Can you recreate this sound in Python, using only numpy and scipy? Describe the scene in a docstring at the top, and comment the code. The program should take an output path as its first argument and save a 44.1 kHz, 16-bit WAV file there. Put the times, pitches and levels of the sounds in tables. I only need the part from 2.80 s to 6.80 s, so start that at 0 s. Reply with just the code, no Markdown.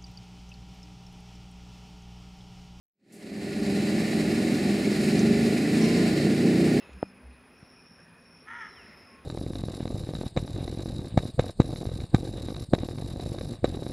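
"""A four-cylinder engine pulls away in a station forecourt, climbing from about 1150 to 1850 rpm.
Its firings ring the exhaust pipe, gas noise chuffs once a turn, crankshaft orders boom as they cross
pipe resonances, and now and then the exhaust kicks with a dull thump. Behind it sits a bed of machine
hum, traffic rumble and bright street hiss, dotted with ticks, two thin whines and a faint squeal.
The whole scene fades in over the first second."""
import sys
import numpy as np
from scipy import signal
from scipy.fft import rfft, irfft, next_fast_len
from scipy.io import wavfile
from scipy.ndimage import map_coordinates

SR = 44100
rng = np.random.default_rng(int(sys.argv[2]) if len(sys.argv) > 2 else 0)


def generate_wav(sig):
    """Save sig (samples, or channels by samples) to the path in sys.argv[1] as 16-bit PCM at SR."""
    pcm = np.round(np.clip(np.atleast_2d(sig).T, -1, 1) * 32767).astype(np.int16)
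    wavfile.write(sys.argv[1], SR, pcm)


N = 176400
T = np.arange(N) / SR


def amp(db):
    """Decibels to gain."""
    return 10 ** (np.asarray(db) / 20)

def unit(x):
    """Normalise to rms 1."""
    return x / np.sqrt(np.mean(x ** 2) + 1e-20)

def curve_at(points, hz):
    """Read a curve of (f/Hz, value) points on a log frequency axis."""
    freqs, values = np.transpose(points)
    return np.interp(np.log(hz + 1), np.log(freqs + 1), values)

def automation(rows):
    """One automation lane, a value per sample, for each column after the time."""
    times, *columns = np.transpose(rows)
    return [np.interp(T, times, column) for column in columns]

def wobble(rate):
    """A smooth random modulator with `rate` knots a second."""
    return map_coordinates(rng.standard_normal(1024), [T * rate], mode="wrap")

def eq(x, response):
    """Zero-phase EQ; `response` maps frequency to gain."""
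    size = next_fast_len(N + SR // 2)
    return irfft(rfft(x, size) * response(np.fft.rfftfreq(size, 1 / SR)), size)[..., :N]

def ring(x, spectrum, size=16384):
    """Let x excite a resonant body: a minimum-phase filter with the given spectrum."""
    cepstrum = irfft(np.log(amp(curve_at(spectrum, np.fft.rfftfreq(size, 1 / SR)))))
    causal_fold = np.r_[1, np.full(size // 2 - 1, 2), np.zeros(size // 2)]
    impulse_response = irfft(np.exp(rfft(cepstrum * causal_fold)))
    return signal.fftconvolve(x, impulse_response)[:N]

def noise_band(centre, width):
    """A bell-shaped band of noise, rms 1."""
    return unit(eq(rng.standard_normal(N), lambda hz: np.exp(-((hz - centre) / width) ** 2 / 2)))

def tone(hz, db, waver_db, slip_rad):
    """One partial, wavering a little in level and phase."""
    gain = np.sqrt(2) * amp(db + waver_db * wobble(3.79))
    return gain * np.sin(2 * np.pi * (hz * T + rng.random()) + slip_rad * wobble(5.07))

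# stereo width of the noise layers: f/Hz, side against mid/dB
NOISE_WIDTH = [(30, -3), (60, -18), (150, -19.5), (230, -25.5), (400, -20), (600, -14.5), (1000, -6),
               (1450, -7.5), (2000, -13), (3300, -3), (4200, -15), (5000, -26), (6000, -9.5), (7200, -31),
               (9500, -9), (13000, -2), (15000, -6)]
def stereo_noise(spectrum):
    """Coloured noise of rms 1, nearly mono in the upper bass and low mids."""
    def mid_side_gains(hz):
        mid_db = curve_at(spectrum, hz)
        return amp([mid_db, mid_db + curve_at(NOISE_WIDTH, hz)])
    mid, side = eq(rng.standard_normal((2, N)), mid_side_gains)
    return unit(np.array([mid + side, mid - side]))

# accent of each firing in the cycle: level/dB
FIRING_ACCENTS = [-6, -5.5, -4, -5]
# lateness of each firing at the tailpipe: delay/firing intervals
FIRING_LAG = [0.0019, 0.0996, 0.0095, 0.1194]
# tone of the exhaust pipe and body: f/Hz, gain/dB
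PIPE_EQ = [(25, -36), (42, -39), (58, -15.5), (90, -21.5), (125, -11), (170, -5), (225, 2.5), (265, -5.5),
           (320, -0.5), (420, -6.5), (490, -19), (560, -11), (750, -20.5), (900, -32.5), (1500, -40.5),
           (4000, -91)]
def firings(turns, scatter_db, jitter_s, count=256):
    """Two exhaust pulses a turn ring the pipe, uneven from cylinder to cylinder."""
    firing = np.arange(count)
    timing_spread, level_spread = rng.standard_normal((count, 2)).T
    due_turns = (firing + np.take(FIRING_LAG, firing, mode="wrap")) / 2
    onsets = np.interp(due_turns, turns, T, right=2 * T[-1]) + jitter_s * timing_spread
    gains = amp(np.take(FIRING_ACCENTS, firing, mode="wrap") + scatter_db * level_spread)
    pulses = np.bincount(np.abs(onsets * SR).astype(int), gains, N)[:N]
    return unit(ring(pulses, PIPE_EQ))

# colour of the exhaust gas noise: f/Hz, level/dB
GAS_SPECTRUM = [(25, -52), (70, -24), (130, -9), (215, 0.5), (270, -1), (320, -5.5), (420, -2.5),
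                (490, -13), (570, -10), (780, -20), (920, -36), (2000, -20.5), (8000, -50)]
def chuff(turns, depth_db):
    """Rushing exhaust gas that pumps once a crankshaft turn."""
    pump_db = depth_db * np.cos(2 * np.pi * (turns - .1))
    return unit(stereo_noise(GAS_SPECTRUM) * amp(pump_db))

# strong crankshaft orders: multiple of crank speed, level/dB ahead of the pipe
CRANK_ORDERS = [(2, -33), (3, -33), (4, -27), (5, -27), (6, -26.5), (7, -32), (8, -29.5), (9, -27.5),
                (10, -32), (11, -28.5), (12, -31), (13, -30), (14, -33), (15, -32), (16, -33), (17, -35)]
# narrow pipe resonances: f/Hz, half-width/Hz, boost/dB
PIPE_BOOMS = [(167, 6, 4), (223, 7, 5.5), (241, 6, 2), (445, 28, 7)]
def drone(speed, turns, waver_db, slip_rad):
    """Clean engine orders that boom as they sweep through the resonances of the pipe."""
    out = np.zeros(N)
    for order, db in CRANK_ORDERS:
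        hz = order * speed
        boom_db = sum(boost / (1 + ((hz - centre) / width) ** 2) for centre, width, boost in PIPE_BOOMS)
        phase = 2 * np.pi * (order * turns + rng.random()) + slip_rad * wobble(8)
        out += amp(db + curve_at(PIPE_EQ, hz) + boom_db + waver_db * wobble(5.04)) * np.cos(phase)
    return out

# the rev climb: t/s, crankshaft speed/Hz
REVS = [(0, 19.1), (1.05, 20), (1.45, 19.7), (1.85, 22.6), (2.05, 22.8), (2.36, 24.3), (2.68, 25.9),
        (3.01, 27.8), (3.17, 29.7), (3.34, 28.7), (3.5, 29.2), (3.7, 30), (3.83, 29.8), (4, 31.1)]
# engine load as a fader ride: t/s, level/dB, extra drone level/dB
LOAD_RIDE = [(0, -5.5, -4), (1.1, -4.5, -1.5), (1.65, -3.5, -1), (1.74, -3, 0), (1.8, -8, -1),
             (1.87, -3, -1.5), (2.03, -1.5, -2), (2.17, -3.5, -1), (2.37, -3, 5), (2.62, -2, 3.5),
             (2.88, -2.5, 1), (3.02, -1.5, 3), (3.2, 0, 5), (3.32, -1.5, 2), (3.45, -.5, 3),
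             (3.57, -2, 3.5), (3.68, 0, 4.5), (3.84, .5, 4), (4, 0, 2.5)]
def engine():
    """Firings, chuff and drone, locked to one crankshaft and swelling with the load."""
    speed, = automation(REVS)
    load_db, drone_db = automation(LOAD_RIDE)
    turns = np.cumsum(speed) / SR
    chug = amp(-30.5) * firings(turns, scatter_db=2.5, jitter_s=0.00016)
    breath = amp(-28.5) * chuff(turns, depth_db=3)
    boom = amp(drone_db) * drone(speed, turns, waver_db=2, slip_rad=0.2)
    return amp(load_db) * (chug + breath + boom)

# partials of the machine hum: f/Hz, level/dB
HUM_PARTIALS = [(76, -50), (100, -51.5), (200, -32.5), (224, -40.5), (300, -39.5), (400.5, -36),
                (587, -52.5), (785, -57)]
def machine_hum():
    """A machine running at constant speed holds a steady chord under the scene."""
    return sum(tone(hz, db, waver_db=-2.5, slip_rad=0.29) for hz, db in HUM_PARTIALS)

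# colour of the street hiss: f/Hz, level/dB
HISS_SPECTRUM = [(300, -19.5), (700, -14.5), (950, -12.5), (1200, -9.5), (1310, -14.5), (1440, -3.5),
                 (1560, -14), (1720, -1), (2000, -0.5), (2600, -3.5), (3000, -11), (3400, -14), (4000, -5),
                 (5000, -7.5), (6100, -17), (6800, -12.5), (8700, -14.5), (11000, -21), (13000, -26),
                 (15500, -45)]
# fader ride on the hiss: t/s, level/dB, treble shelf/dB
HISS_RIDE = [(0, -37, 1.5), (.5, -35.5, 0), (1.1, -35.5, 0), (2.1, -35.5, 0.5), (2.27, -33.5, 1),
             (2.5, -34.5, -2), (2.62, -35, 1), (2.8, -35, 0.5), (3.08, -33.5, 1), (3.4, -34.5, 0),
             (3.55, -36, 0), (4, -35.5, 0)]
def street_hiss(flutter_db=1.0, shelf_hz=5870):
    """Bright, restless street air: the level flutters and the treble drifts."""
    level_db, shelf_db = automation(HISS_RIDE)
    hiss = stereo_noise(HISS_SPECTRUM)
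    treble = eq(hiss, lambda hz: hz ** 4 / (hz ** 4 + shelf_hz ** 4))
    shelved = hiss + (amp(shelf_db) - 1) * treble
    return shelved * amp(level_db + flutter_db * wobble(60))

# colour of the traffic: f/Hz, level/dB
TRAFFIC_SPECTRUM = [(15, -73), (25, -43), (43, -31), (64, -24), (112, -11.5), (198, -2.5), (263, -4),
                    (301, -6), (340, -3.5), (395, -9.5), (487, -16.5), (583, -13), (647, -18.5), (763, -16),
                    (900, -30), (1170, -64), (1980, -120)]
def traffic_rumble(level_db=-28.5, swell_db=1):
    """Traffic blurred into a low, gently heaving bed of noise."""
    return amp(level_db + swell_db * wobble(8.7)) * stereo_noise(TRAFFIC_SPECTRUM)

# ticks and short spits of hiss: t/s, f/Hz, width/Hz, decay/s, level/dB
TICK_CUES = [(.322, 8330, 3000, .05, -29.5), (2.21, 9000, 3040, .08, -46), (2.286, 2700, 298.3, .03, -33),
             (2.391, 6300, 850, .007, -28.5), (2.848, 1950, 200, .02, -33), (3.015, 5487, 500, 0.059, -40)]
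def ticks(attack_s=0.0015):
    """Bursts of bright noise with a sharp attack and a short tail."""
    out = np.zeros(N)
    for start, centre, width, decay, db in TICK_CUES:
        age = np.maximum(T - start, 0)
        envelope = (1 - np.exp(-age / attack_s)) * np.exp(-age / decay)
        out += amp(db) * noise_band(centre, width) * envelope
    return out

# high whines, cued at their crests: t/s, spread/s, f/Hz, level/dB
WHINE_CUES = [(1.335, 0.14, 12750, -63), (1.69, .09, 12800, -64)]
def whines(width_hz=150):
    """Thin bands of noise at the very top that swell and fade."""
    return sum(amp(db) * noise_band(hz, width_hz) * np.exp(-((T - crest) / spread) ** 2 / 2)
               for crest, spread, hz, db in WHINE_CUES)

# hard exhaust kicks: t/s, peak level/dB
THUMP_CUES = [(1.722, -17), (1.756, -17), (1.847, -17), (1.892, -16), (2.508, -15), (3.4, -14),
              (3.434, -12), (3.449, -12), (3.468, -10), (3.503, -12), (3.654, -12), (3.671, -14),
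              (3.802, -13), (3.868, -13), (3.966, -11)]
# body of a thump: f/Hz, gain/dB
THUMP_EQ = [(30, -40), (90, -21), (160, 3), (230, -1.5), (350, -0.5), (440, -9), (520, -21), (750, -19),
            (950, -39), (3000, -82)]
def exhaust_thumps():
    """Now and then the exhaust kicks harder, with a short dull thump."""
    kicks = np.zeros(N)
    for start, db in THUMP_CUES:
        kicks[round(start * SR)] = amp(db)
    body_peak = np.abs(ring(signal.unit_impulse(N), THUMP_EQ)).max()
    return ring(kicks, THUMP_EQ) / body_peak

# inharmonic partials of the squeal: f/Hz, level/dB, fall/(dB per s)
SQUEAL_PARTIALS = [(1028, -52, 14), (1443, -51, 10), (1793, -54, 0), (1977, -46, 6), (2110, -52, 0),
                   (2213, -55, 0), (2815, -52.5, 8), (3117, -60, 0), (3698, -61, 0), (4021, -52.5, 4),
                   (4145, -57, 0), (4420, -55, 0), (4996, -57, 4), (5303, -52, 18), (5520, -51, 22),
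                   (5960, -50, 90), (6234, -55, 60), (8559, -62, 8)]
def squeal(start_s=2.97, end_s=3.5, ramp_s=0.055, side_gain=0.63):
    """A faint, wide metallic ring, perhaps a brake; some partials die away early."""
    gate = np.clip(np.minimum(T - start_s, end_s - T) / ramp_s, 0, 1)
    age = np.maximum(T - start_s, 0)
    def voice():
        return sum(amp(-fall * age) * tone(hz, db, waver_db=3.0, slip_rad=0.35)
                   for hz, db, fall in SQUEAL_PARTIALS)
    mid, side = voice(), voice()
    return gate * (mid + side_gain * np.outer([1, -1], side))

# stereo balance of the mix: f/Hz, left minus right/dB
BALANCE = [(150, -0.18), (300, -1.1), (600, -0.7), (2500, -0.85), (4500, -.2), (8000, 0.26), (11000, 1.7)]
def scene():
    """Mix all layers, leaning slightly right, with the very top leaning left."""
    mix = engine() + machine_hum() + (street_hiss() + traffic_rumble())
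    mix += ticks() + whines() + exhaust_thumps() + squeal()
    return eq(mix, lambda hz: amp(np.outer([.5, -.5], curve_at(BALANCE, hz))))

# master fader: t/s, level/dB
FADE_IN = [(0, -85), (.14, -80), (.2, -51), (.27, -35.5), (.34, -25), (.46, -17), (.62, -10.5), (.88, -5),
           (1.1, -2.5)]
def record(dry):
    """Fade the mix in and trim the top with a brick-wall low-pass."""
    fade_db, = automation(FADE_IN)
    cutoff_hz = 15720
    return eq(dry * amp(fade_db), lambda hz: hz < cutoff_hz)


dry = scene()
out = record(dry)
generate_wav(out)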